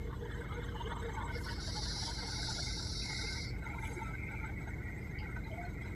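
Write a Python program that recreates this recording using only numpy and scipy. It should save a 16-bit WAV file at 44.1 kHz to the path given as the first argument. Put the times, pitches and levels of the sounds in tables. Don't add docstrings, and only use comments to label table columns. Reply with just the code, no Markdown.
import sys
import numpy as np
from scipy import signal
from scipy.fft import rfft, irfft
from scipy.io import wavfile

SR = 44100
rng = np.random.default_rng(int(sys.argv[2]) if len(sys.argv) > 2 else 0)


def unload_audio(sound):
    columns = np.transpose(np.atleast_2d(sound))
    steps = np.round(np.clip(columns, -1, 1) * 32767)
    wavfile.write(sys.argv[1], SR, steps.astype(np.int16))


N = 262386
T = np.arange(N) / SR
FREQS = np.maximum(np.fft.rfftfreq(N, 1 / SR), 1)


def gain(db):
    return 10 ** (np.asarray(db) / 20)


def unit(x):
    return x / np.sqrt(np.mean(x ** 2))


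def curve(rows):
    times, *columns = np.transpose(rows)
    return [np.interp(T, times, column) for column in columns]


def db_at(hz, points):
    f, db = np.transpose(points)
    return np.interp(np.log(hz), np.log(np.sort(f)), db)


def colour(x, points):
    ends = 1 / (1 + (points[0][0] / FREQS) ** 8) / (1 + (FREQS / points[-1][0] / 1.11) ** 20)
    return unit(irfft(rfft(x) * gain(db_at(FREQS, points)) * ends, N))


def noise(points):
    return colour(rng.standard_normal(N), points)


def wander(rate):
    size = int(N / SR * rate) + 4
    knots = rng.standard_normal(4096)[:size]
    return np.interp(T * rate * 8, np.arange(size * 8), signal.resample(knots, size * 8))


def band(hz, width_hz):
    phase = 2 * np.pi * hz * T
    return wander(width_hz) * np.cos(phase) + wander(width_hz) * np.sin(phase)


def swell(s, length_s):
    out = np.zeros(N)
    near = slice(*np.searchsorted(T, [s - 2 * length_s, s + 2 * length_s]))
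    out[near] = np.exp(-np.log(2) * (2 * (T[near] - s) / length_s) ** 2)
    return out


def grains(centre_hz, width_hz, fade_s, spread_db, count):
    out, centre = np.zeros(N), centre_hz + 0 * T
    for when, pitch, span, softness, phase in rng.random((count, 5)):
        middle, half = int(when * N), int(SR * fade_s * (.6 + .8 * span))
        i = np.arange(max(middle - half, 0), min(middle + half, N))
        offset = i - middle
        hz = centre[middle] + width_hz * (pitch - .5)
        fade = np.cos(np.pi / 2 * offset / half) ** 2
        out[i] += gain(-spread_db * softness) * fade * np.sin(2 * np.pi * (hz * offset / SR + phase))
    return unit(out)


# peak t/s, spray level/dB, level/dB of the fizz it stirs up
SPRAY_BURSTS = [(1.43, -61, -88), (3.86, -63.5, -59.5)]

def spray_strength(rise_s=0.06, fall_s=0.12):
    shapes = [np.exp(-np.maximum((s - T) / rise_s, (T - s) / fall_s)) for s, _, _ in SPRAY_BURSTS]
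    return gain(np.array(SPRAY_BURSTS)[:, 1:].T) @ np.array(shapes)


# f/Hz, relative level/dB
AIR_TONE = [(500, 16.5), (1200, 6), (2700, -2.5), (4500, -3.5), (7000, -6.5), (8300, -6.5), (9600, -17),
            (10700, -22), (11200, -5), (12600, -6), (14000, -10.5), (15500, -15)]

def air(burst):
    spray = noise([(6000, 0), (8000, -7), (9300, -14), (10300, -1), (13000, -15), (15500, -19)])
    steady = noise(AIR_TONE) * gain(-65.5 + 1.3 * wander(54))
    return steady + spray * burst * gain(1.9 * wander(100))


# t/s, relative level/dB, ring f/Hz, ring width/Hz
TICKS = [(1.485, -58.5, 2950, 700), (3.018, -57.5, 2480, 403), (3.26, -62, 2500, 497),
         (3.823, -66, 3720, 402), (3.849, -59, 3190, 1000), (5.01, -70, 4980, 397),
         (5.184, -58.5, 2900, 1100), (5.186, -58.5, 4720, 1500), (5.44, -63, 4000, 260.4),
         (5.513, -65.5, 3100, 256), (5.648, -66, 4200, 219), (5.818, -66, 3330, 256),
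         (5.854, -65, 4010, 300)]

def ticks(rise_s=0.00095, decay_s=0.024):
    out = np.zeros(N)
    for s, db, hz, width in TICKS:
        age = np.clip(T - s, 0, 1)
        shape = (1 - np.exp(-age / rise_s)) ** 2 * np.exp(-age / decay_s)
        out += gain(db + 4.5) * band(hz, width) * shape
    return out


# t/s, relative level/dB
VENT_LEVEL = [(0, -54), (.2, -80), (.28, -61), (.6, -50.5), (.8, -60), (1.3, -50), (1.6, -57.5),
              (2.3, -51.5), (2.92, -54.5), (3.12, -44.5), (3.25, -49.5), (4.4, -47), (5.95, -50.5)]
# t/s, centre f/Hz, share of the sound (0-1)
VENT_RUSH = [(0, 2146, .07), (3.12, 2080, 0.22), (4.0, 2196, 0.6), (4.4, 2202, 0.72), (4.7, 2061, 0.87),
             (5.95, 2102, 0.6)]

def ventilation(flutter_db=2.4):
    (db,), (hz, share) = curve(VENT_LEVEL), curve(VENT_RUSH)
    narrow = grains(hz, 356, fade_s=0.017, spread_db=9.5, count=800)
    wide = grains(hz + 30, 740, fade_s=0.024, spread_db=3, count=500)
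    rush = unit(narrow + 0.28 * wide)
    duct = grains(2134.5, 118, fade_s=0.011, spread_db=-0.5, count=700)
    whirr = np.sqrt(share) * rush + np.sqrt(1 - share) * duct
    return gain(db - 3.5 + flutter_db * wander(15)) * whirr


FAST_CYCLE_HZ, SLOW_CYCLE_HZ = 5.985, 3.435
# t/s, relative level/dB
PLATE_LEVEL = [(0, -47.5), (.62, -46), (.8, -53.5), (2.2, -63.5), (5.95, -65.5)]

def plate(ring_hz=473, first_peak_s=0.071, rattle=0.59):
    throb = (1 + np.cos(2 * np.pi * FAST_CYCLE_HZ * (T - first_peak_s))) / 2
    ring = np.sin(2 * np.pi * ring_hz * T) + rattle * band(445, 100)
    return gain(curve(PLATE_LEVEL)[0]) * (0.23 + throb ** 3) * ring


def diesel(cycle_hz, tones, speed_drift, unsteady=0.1):
    angle = 2 * np.pi * np.cumsum(cycle_hz * (1 + speed_drift * wander(1.98))) / SR
    sways = [1 + unsteady * wander(5) for _ in range(5)]
    phases = rng.uniform(0, 2 * np.pi, len(tones))
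    return np.sqrt(2) * sum(gain(db) * sways[i % len(sways)] * np.sin(multiple * angle + phases[i])
                            for i, (multiple, db) in enumerate(tones))


# multiple of its cycle rate, relative level/dB
FAST_TONES = [(8, -57), (9, -63), (12, -50), (13, -62), (14, -65), (15, -54), (16, -60), (17, -58),
              (18, -64), (20, -51), (21, -59.5), (23, -61), (24, -62), (26, -60), (27, -60.5), (30, -64.5),
              (31, -64), (32, -63), (35, -61.5), (49, -66), (61, -68)]
SLOW_TONES = [(13, -57), (15, -46.5), (16, -53), (17, -57.5), (18, -61), (22, -59), (25, -60), (27, -58)]
# f/Hz, relative level/dB
WEAK_TONES = [(35, -72), (55, -72), (110, -83), (190, -63), (250, -75.5), (285, -66), (350, -73),
              (395, -74.5), (420, -76), (470, -74.5), (520, -103)]
# f/Hz, relative level/dB
HULL_TONE = [(8, -23), (22, -2), (33, -19), (48, -4), (90, -0.5), (140, -2.5), (200, -9), (245, -11),
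             (310, -9), (420, -15), (560, -20.5), (800, -26), (1500, -33)]

def engines(turn_start_s=3.5, turn_length_s=1.3):
    strong = [k for k, _ in FAST_TONES]
    weak = [(k, db_at(k * FAST_CYCLE_HZ, WEAK_TONES)) for k in range(6, 86) if k not in strong]
    fast = diesel(FAST_CYCLE_HZ, FAST_TONES + weak, speed_drift=0.0004)
    slow = diesel(SLOW_CYCLE_HZ, SLOW_TONES, speed_drift=0.0025)
    hull = noise(HULL_TONE) * gain(-49.5)
    turned = np.clip((T - turn_start_s) / turn_length_s, 0, 1)
    return fast * gain(-0.52 + 1.03 * turned) + slow * gain(-1.6 - 3.3 * turned) + hull


# f/Hz, width/Hz, relative level/dB
FOAM_BANDS = [(3220, 260, -4.5), (3870, 390, 1), (5040, 790, -10), (6380, 340, 1), (7494, 250, -2),
              (8010, 500, 0.5), (10900, 2200, -18)]

def foam(strength, flicker_db=1.5):
    tone = sum(gain(db) / (1 + (2 * (FREQS - hz) / width) ** 4) for hz, width, db in FOAM_BANDS)
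    pops = grains(6900, 8200, fade_s=0.018, spread_db=21, count=4200)
    fizz = pops + 0.74 * rng.standard_normal(N)
    return strength * gain(flicker_db * wander(18)) * unit(irfft(rfft(fizz) * tone, N))


# peak t/s, f/Hz, width/Hz, level/dB, length/s
SWISHES = [(0.132, 1045, 343, -50, 0.027), (0.323, 1746, 294, -51.5, 0.12), (0.52, 1290, 150.7, -49, 0.042),
           (0.793, 2990, 304.6, -54, 0.069), (0.865, 3040, 404, -54.5, 0.03),
           (0.932, 1145, 248.7, -51.5, 0.18), (1.207, 1000, 402, -45.5, 0.11),
           (1.497, 1710, 553, -48.5, 0.032), (1.692, 630, 150, -46, 0.019), (2.08, 3360, 504, -56, 0.068),
           (2.563, 3200, 602, -67, 0.14), (2.592, 700, 252.6, -52.5, 0.039), (3.147, 2030, 200.8, -49, 0.1),
           (3.666, 906, 205, -50.5, 0.033), (3.767, 967, 199.7, -51, 0.048), (4.335, 850, 158.8, -52, .035),
           (4.681, 785, 221.7, -46.5, 0.014), (5.305, 1460, 300, -54, 0.037)]

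def swishes():
    return sum(gain(db) * swell(s, length) * band(hz, width) for s, hz, width, db, length in SWISHES)


# peak t/s, f/Hz, level/dB, length/s
GURGLES = [(0.813, 960, -40, 0.018), (0.868, 456.6, -43, 0.037), (0.928, 966, -47.5, 0.037),
           (1.06, 458, -41, 0.055), (1.184, 881, -45.5, 0.041), (1.236, 949, -48.5, 0.064),
           (1.365, 466, -42, 0.018), (1.78, 837, -43.5, 0.035), (2.091, 933, -44, 0.029),
           (2.239, 470, -49.5, 0.026), (2.495, 877, -44.5, 0.021), (3.244, 456, -46, 0.02),
           (3.326, 1513, -49.5, 0.061), (3.658, 1396, -51.5, 0.051), (3.846, 895, -48, 0.023),
           (3.918, 468, -48, 0.026), (3.976, 370.4, -42, 0.028), (4.024, 866, -41, 0.02),
           (4.075, 1330, -50.5, 0.094), (5.229, 853, -54.5, 0.037), (5.377, 1503, -48.5, 0.031),
           (5.483, 870, -49, 0.013), (5.531, 653, -48, .04), (5.596, 684, -44, 0.035),
           (5.651, 710, -47.5, 0.043)]

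def gurgles(waver_hz=20):
    waver = np.cumsum(waver_hz * wander(90)) / SR
    return np.sqrt(2) * sum(gain(db) * swell(s, length) * np.sin(2 * np.pi * (hz * T + waver))
                            for s, hz, db, length in GURGLES)


# t/s, relative level/dB
WASH_LEVEL = [(0, -54), (.55, -47.5), (1.05, -46.5), (1.65, -50.5), (2.4, -48), (3.3, -53.5), (3.57, -55.5),
              (3.8, -48.5), (4.22, -57.5), (5.1, -54.5), (5.95, -54)]
# peak t/s, relative level/dB, length/s
WAVELETS = [(.81, -47.5, 0.033), (0.922, -46.5, 0.089), (1.186, -45.5, 0.07), (1.35, -47.5, 0.081),
            (1.493, -45.5, 0.066), (1.883, -49, 0.064), (2.056, -49.5, 0.088), (2.227, -54, 0.062),
            (2.346, -48, 0.21), (2.518, -42.5, 0.086), (2.588, -44, 0.036), (2.677, -52, 0.036),
            (2.797, -46.5, .07), (3.11, -46, .06), (3.245, -47, 0.076), (3.33, -47, 0.091),
            (3.677, -42.5, 0.063), (3.838, -45, 0.042), (3.945, -46, .06), (4.055, -44, 0.13),
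            (4.355, -48.5, 0.12), (4.462, -46, 0.09), (4.618, -50.5, 0.065), (4.688, -48.5, 0.063),
            (5.3, -52, 0.046), (5.374, -50, 0.031), (5.637, -45.5, 0.054), (5.86, -46.5, 0.11)]

def wash_strength():
    surge_power = sum((gain(db) * swell(s, length)) ** 2 for s, db, length in WAVELETS)
    return np.sqrt(gain(curve(WASH_LEVEL)[0]) ** 2 + surge_power)


# f/Hz, relative level/dB
SIDE_TONE = [(400, 8), (470, 0.5), (600, -4.5), (760, -12.5), (930, 5.5), (1100, -2), (1380, -6.5),
             (1540, 2), (1720, -2.5), (1950, -1.5), (2300, -53), (2680, -28), (3000, -7), (3450, -8),
             (4300, -23)]
DECK_TONE = [(480, -51), (600, -4), (720, -0.5), (870, 3), (990, -3.5), (1130, -46), (1260, -6.5),
             (1370, 3), (1530, 5), (1720, -10.5), (2700, -19.5), (3200, -30.5), (3600, -25), (4000, -16),
             (4400, -53)]
# t/s, share (0-1)
DECK_SHARE = [(0, 0), (1.4, 0.18), (1.9, 0.33), (2.4, 1)]

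def wash(strength):
    share = curve(DECK_SHARE)[0]
    bubbles = grains(2405.3, 4037, fade_s=0.016, spread_db=14, count=5200)
    water = (bubbles + 0.48 * noise([(400, 0), (4400, 0)])) * gain(2.8 * wander(80))
    heard = np.sqrt(1 - share) * colour(water, SIDE_TONE) + np.sqrt(share) * colour(water, DECK_TONE)
    return strength * gain(-5) * heard


# peak t/s, level/dB, length/s
PUFFS = [(1.361, -54, 0.053), (1.454, -52, 0.047), (1.529, -49.5, 0.077)]
# t/s, level/dB
GUST = [(1.58, -48.5), (1.79, -44.5), (2.07, -42.5), (2.13, -47), (2.26, -47.5), (2.31, -44), (2.5, -42.5),
        (2.75, -44.5), (3.22, -44), (3.42, -47.5)]

def wind_strength(rise_s=0.028, fall_s=0.081):
    puffs = sum(gain(db) * swell(s, length) for s, db, length in PUFFS)
    rise = np.clip((T - GUST[0][0]) / rise_s, 0, 1)
    fall = np.exp(-(np.maximum(T - GUST[-1][0], 0) / fall_s) ** 2)
    return puffs + gain(curve(GUST)[0]) * rise * fall


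# f/Hz, relative level/dB
WHISTLES = [(3715, -8.5), (4018, -2), (4360, 0), (4550, 1.5), (4773, 1), (5148, -5)]

def whistles(blowing, width_hz=22):
    rings = sum(gain(db) * band(hz, width_hz) for hz, db in WHISTLES)
    return gain(-12) * blowing * unit(rings)


# f/Hz, relative level/dB
HISS_TONE = [(2700, -62), (3350, -14.5), (3800, 0.5), (4750, 0.5), (5700, -1.5), (6250, -13.5),
             (7000, -11.5), (7450, -10.5), (8100, -13.5), (8550, -34), (9200, -19), (11000, -50)]

def wind(blowing, full_jet_db=-47):
    edge_hz = 3990 + 106 * wander(5)
    jet_share = np.clip(2 * blowing / gain(full_jet_db) - 1, .15, 1)
    core = grains(4850, 1425, fade_s=0.021, spread_db=3, count=1200)
    swirls = grains(6100, 6400, fade_s=0.041, spread_db=26, count=4200)
    rush = noise([(3600, 0.5), (6000, 3.5), (7000, -6.5), (9000, -24)])
    edge = grains(edge_hz, 285, fade_s=0.02, spread_db=4, count=700)
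    jet = unit(colour(swirls + 0.9 * rush, HISS_TONE) + gain(-13) * edge)
    sheen = gain(-17) * noise([(8800, -22), (9300, -11), (9650, -3), (10550, -5.5), (11200, -24)])
    hiss = np.sqrt(jet_share) * (jet + sheen) + np.sqrt(1 - jet_share) * core
    return hiss * gain(0.95 * wander(110)) * blowing


def scene():
    churning, blowing = wash_strength(), wind_strength()
    spray, stirred_fizz = spray_strength()
    machinery = engines() + plate() + ventilation()
    fizz = foam(churning * gain(-21) + stirred_fizz)
    water = wash(churning) + swishes() + gurgles() + fizz
    return (machinery + water + wind(blowing) + whistles(blowing) + air(spray) + ticks())[None]


def record(dry):
    top_hz = 15450
    return signal.sosfilt(signal.ellip(12, .2, 80, top_hz, fs=SR, output="sos"), dry)


dry = scene()
out = record(dry)
unload_audio(out)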